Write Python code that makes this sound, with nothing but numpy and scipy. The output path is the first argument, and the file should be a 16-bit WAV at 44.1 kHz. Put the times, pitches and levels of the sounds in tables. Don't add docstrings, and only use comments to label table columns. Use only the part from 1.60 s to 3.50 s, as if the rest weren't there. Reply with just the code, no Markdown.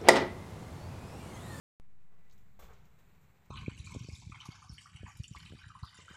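import sys
import numpy as np
from scipy.fft import rfft, irfft, next_fast_len
from scipy.io import wavfile
from scipy.ndimage import map_coordinates

SR = 44100
rng = np.random.default_rng(int(sys.argv[2]) if len(sys.argv) > 2 else 0)


def output_pcm(signal):
    pcm = np.clip(np.atleast_2d(signal).T, -1, 1) * 32767
    wavfile.write(sys.argv[1], SR, np.round(pcm).astype(np.int16))


N = 83790
LANDING_S = 0.9911


def amp(db):
    return 10 ** (np.asarray(db) / 20)


def unit(x):
    return x / np.sqrt(np.mean(x ** 2) + 1e-20)


def clock():
    return np.arange(N) / SR


def filtered(x, response):
    size = next_fast_len(N + 8192)
    return irfft(rfft(x, size) * response(np.fft.rfftfreq(size, 1 / SR)), size)[:N]


def colour(x, points):
    f, db = np.transpose(points)
    return filtered(x, lambda hz: amp(np.interp(np.log(hz + 1), np.log(f), db)))


def noise(points):
    return unit(colour(rng.standard_normal(N), points))


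def wobble(rate):
    return map_coordinates(rng.standard_normal(size=400), [clock() * rate], mode="mirror")


def swell(start, attack, decay):
    age = np.maximum(clock() - start, 0)
    return (1 - np.exp(-age / attack)) * np.exp(-age / decay)


def grains(rows, spectrum, per_s, spread_db):
    hits = (rng.random(N) < per_s / SR) * np.sign(rng.standard_normal(N))
    sizes = amp(spread_db * np.clip(rng.standard_normal(N), -2, 2))
    power = sum((amp(db) * swell(start, rise, fade)) ** 2 for start, db, rise, fade in rows)
    return unit(colour(hits * sizes, spectrum)) * np.sqrt(power)


# (t/s, level/dB)
RUMBLE_LOUDNESS = [(.2, -69), (.6, -68), (.84, -65), (.96, -64), (1.2, -62), (1.35, -65), (1.62, -65),
                   (1.71, -65), (1.77, -67), (1.9, -67)]
# (t/s, air level/dB, hiss level/dB)
AIR_LOUDNESS = [(.2, -79, -89.5), (.48, -77.5, -86.5), (.56, -74.5, -88.5), (.68, -75, -81.5),
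                (.95, -75.5, -81.5), (1.25, -71.5, -81), (1.39, -73, -77.5), (1.55, -72.5, -78.5),
                (1.63, -73, -79), (1.9, -72.5, -81.5)]
# (f/Hz, relative level/dB)
RUMBLE_TONE = [(15, -2), (40, 1), (60, 1.5), (90, -1), (140, 0.5), (205, -3), (245, -13.5), (310, -21.5),
               (600, -54)]
AIR_TONE = [(200, -15), (300, -1), (390, 3), (600, -3), (780, 0.5), (1300, -2.5), (1700, -4), (2300, -4),
            (3100, -13), (5000, -19.5)]
HISS_TONE = [(1500, -22), (3000, -6.5), (4000, 4), (5200, -18.5), (7400, -0.5), (10000, -1.5), (15000, 0.5)]
def background():
    t = clock()
    times, air_db, hiss_db = np.transpose(AIR_LOUDNESS)
    rumble = amp(np.interp(t, *np.transpose(RUMBLE_LOUDNESS)) + 0.41 * wobble(9)) * noise(RUMBLE_TONE)
    air = amp(np.interp(t, times, air_db) + 0.82 * wobble(39.97)) * noise(AIR_TONE)
    hiss = amp(np.interp(t, times, hiss_db) + 0.095 * wobble(42)) * noise(HISS_TONE)
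    whine_hz, loudest_s, width_s = 1977, 0.66, 0.14
    passing = amp(-81.5) * np.exp(-0.5 * ((t - loudest_s) / width_s) ** 2)
    whine = passing * np.sin(2 * np.pi * whine_hz * t + 0.31 * wobble(20))
    return rumble + air + hiss + whine


# (f/Hz, level/dB, time to fade by 60 dB/s)
BOUNCES = [(28.9, -57.5, 1), (60.2, -62.5, 0.78)]
def ground_bounce():
    age = clock() - LANDING_S
    return sum(-amp(db) * np.sin(2 * np.pi * hz * age) * swell(LANDING_S, 0.0011, t60 / np.log(1000))
               for hz, db, t60 in BOUNCES)


# (t/s, level/dB, rise/s, fade/s)
STONE_CRUNCHES = [(.695, -69, 0.0027, 0.015), (.722, -77.5, 0.0021, 0.024), (.777, -79, 0.00051, 0.028),
                  (.9905, -67, 0.0016, 0.041), (1.02, -66, 0.0029, 0.075), (1.132, -72.5, 0.0017, 0.059),
                  (1.252, -78, .003, 0.014), (1.385, -78.5, 0.0062, 0.048), (1.845, -77.5, 0.0022, 0.027)]
GRIT_SPRAYS = [(.721, -69, 0.0042, 0.029), (.778, -75, 0.0024, 0.056), (.9922, -59.5, 0.0014, 0.04),
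               (1.023, -66.5, .002, 0.055), (1.252, -71, 0.0011, 0.013), (1.387, -69, 0.0028, 0.017),
               (1.605, -73.5, 0.0069, 0.043), (1.855, -70, .002, 0.011)]
# (f/Hz, relative level/dB)
STONE_TONE = [(900, -10.5), (1700, -1), (2200, 3), (3000, 1.5), (3900, 0), (4800, -7), (6500, -6.5),
              (8500, -11), (12000, -13.5), (16000, -32)]
GRIT_TONE = [(3500, -13.5), (5200, -7), (6400, -3), (8000, -3), (10500, -4), (12500, 2), (15500, -2)]
def loose_gravel():
    crunch = grains(STONE_CRUNCHES, STONE_TONE, per_s=3000, spread_db=4)
    spray = grains(GRIT_SPRAYS, GRIT_TONE, per_s=3000, spread_db=1)
    return crunch + spray


# (t/s, level/dB, f/Hz, pitch spread/octaves, fade/s)
PEBBLE_CLICKS = [(0.7114, -62.5, 4360, 0.48, 0.0026), (0.719, -70, 4800, .35, 0.0025),
                 (.7245, -71.5, 5600, 0.44, 0.0082), (.7781, -66, 13400, 0.15, .0014),
                 (0.7775, -70.5, 3520, 0.32, 0.0019), (0.7812, -72, 6300, .28, .0014),
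                 (1.1341, -71, 6550, 0.66, .006), (1.2552, -75, 6660, 0.14, 0.0033)]
# (t/s, level/dB, f/Hz, fade/s)
PEBBLE_PINGS = [(0.7126, -77.5, 3840, 0.023), (.7255, -87, 7250, 0.0032), (1.1325, -64, 6780, 0.0033)]
def pebbles():
    out = np.zeros(N)
    for start, db, hz, width, fade in PEBBLE_CLICKS:
        band = lambda f: np.exp(-0.5 * (np.log2((f + 1) / hz) / width) ** 2)
        click = unit(filtered(rng.standard_normal(N), band))
        out += amp(db) * click * swell(start, 0.00014, fade)
    for start, db, hz, fade in PEBBLE_PINGS:
        out += amp(db) * np.sin(2 * np.pi * hz * (clock() - start)) * swell(start, 0.0014, fade)
    return out


# (t/s, level/dB, f/Hz)
STONE_KNOCKS = [(0.9918, -44, 720), (0.9976, -46.5, 1080), (1.0018, -47.5, 786), (1.088, -49.5, 890)]
def stone_knocks():
    t = clock()
    return sum(-amp(db) * np.sin(2 * np.pi * hz * (t - start)) * swell(start, 0.00011, decay=0.00096)
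               for start, db, hz in STONE_KNOCKS)


# (t/s, level/dB, rise/s, fade/s)
GRAVEL_PUSHES = [(0.509, -72, 0.0048, 0.049), (0.992, -59, 0.0045, 0.04), (1.018, -61, 0.0011, 0.077),
                 (1.087, -58.5, 0.005, 0.053)]
# (t/s, level/dB, rise/s, fade/s)
WEIGHT_THUDS = [(0.989, -56.5, 0.0083, .06), (1.021, -59, 0.0066, .06), (1.085, -54.5, 0.075, .06)]
# (f/Hz, relative level/dB)
PUSH_TONE = [(150, -4.5), (290, -13.5), (390, 0), (470, -2), (600, -4.5), (750, 0), (930, -5.5),
             (1150, -3.5), (1550, -8.5), (1800, -16), (2400, -16), (4000, -36)]
THUD_TONE = [(12, -11.5), (28, 0.5), (42, 0.5), (60, 2), (100, -32), (170, -36), (300, -42.5)]
# (f/Hz, relative level/dB)
HOLLOW_NOTES = [(392, 1), (466, 3), (498, -9), (540, 2), (740, -5.5), (978, -5.5), (1144, 0), (1358, -5),
                (1568, -2.5), (2171, -5.5), (3353, -8), (3488, -6.5), (4037, -10)]
def landing():
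    t = clock()
    packing = grains(GRAVEL_PUSHES, PUSH_TONE, per_s=5600, spread_db=3.5)
    notes = sum(amp(db) * np.sin(2 * np.pi * (hz * t + rng.random()) + 0.41 * wobble(25.07))
                for hz, db in HOLLOW_NOTES)
    ring_fade_s = 0.73 / np.log(1000)
    ring = amp(-70) * notes * swell(LANDING_S, 0.0017, ring_fade_s)
    weight = sum(amp(db) * swell(start, rise, fade) for start, db, rise, fade in WEIGHT_THUDS)
    thud = noise(THUD_TONE) * weight
    return packing + ring + thud


def scene():
    return (background() + ground_bounce() + loose_gravel() + pebbles() + stone_knocks() + landing())[None]


# (f/Hz, level/dB)
MIC_TONE = [(4000, 0), (7600, 1.5), (8400, -4), (9300, -10), (10800, -8), (12500, -5), (14500, 1),
            (16000, -4)]
def record(dry):
    on_s, highest_hz = 0.1991, 15480
    age = np.maximum(clock() - on_s, 0)
    jump = -amp(-45.5) * (1 + 5.9 * age) * np.exp(-age / 0.32)
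    live = (colour(dry[0], MIC_TONE) + jump) * (age > 0)
    return filtered(live, lambda hz: hz < highest_hz)[None]


dry = scene()
out = record(dry)
output_pcm(out)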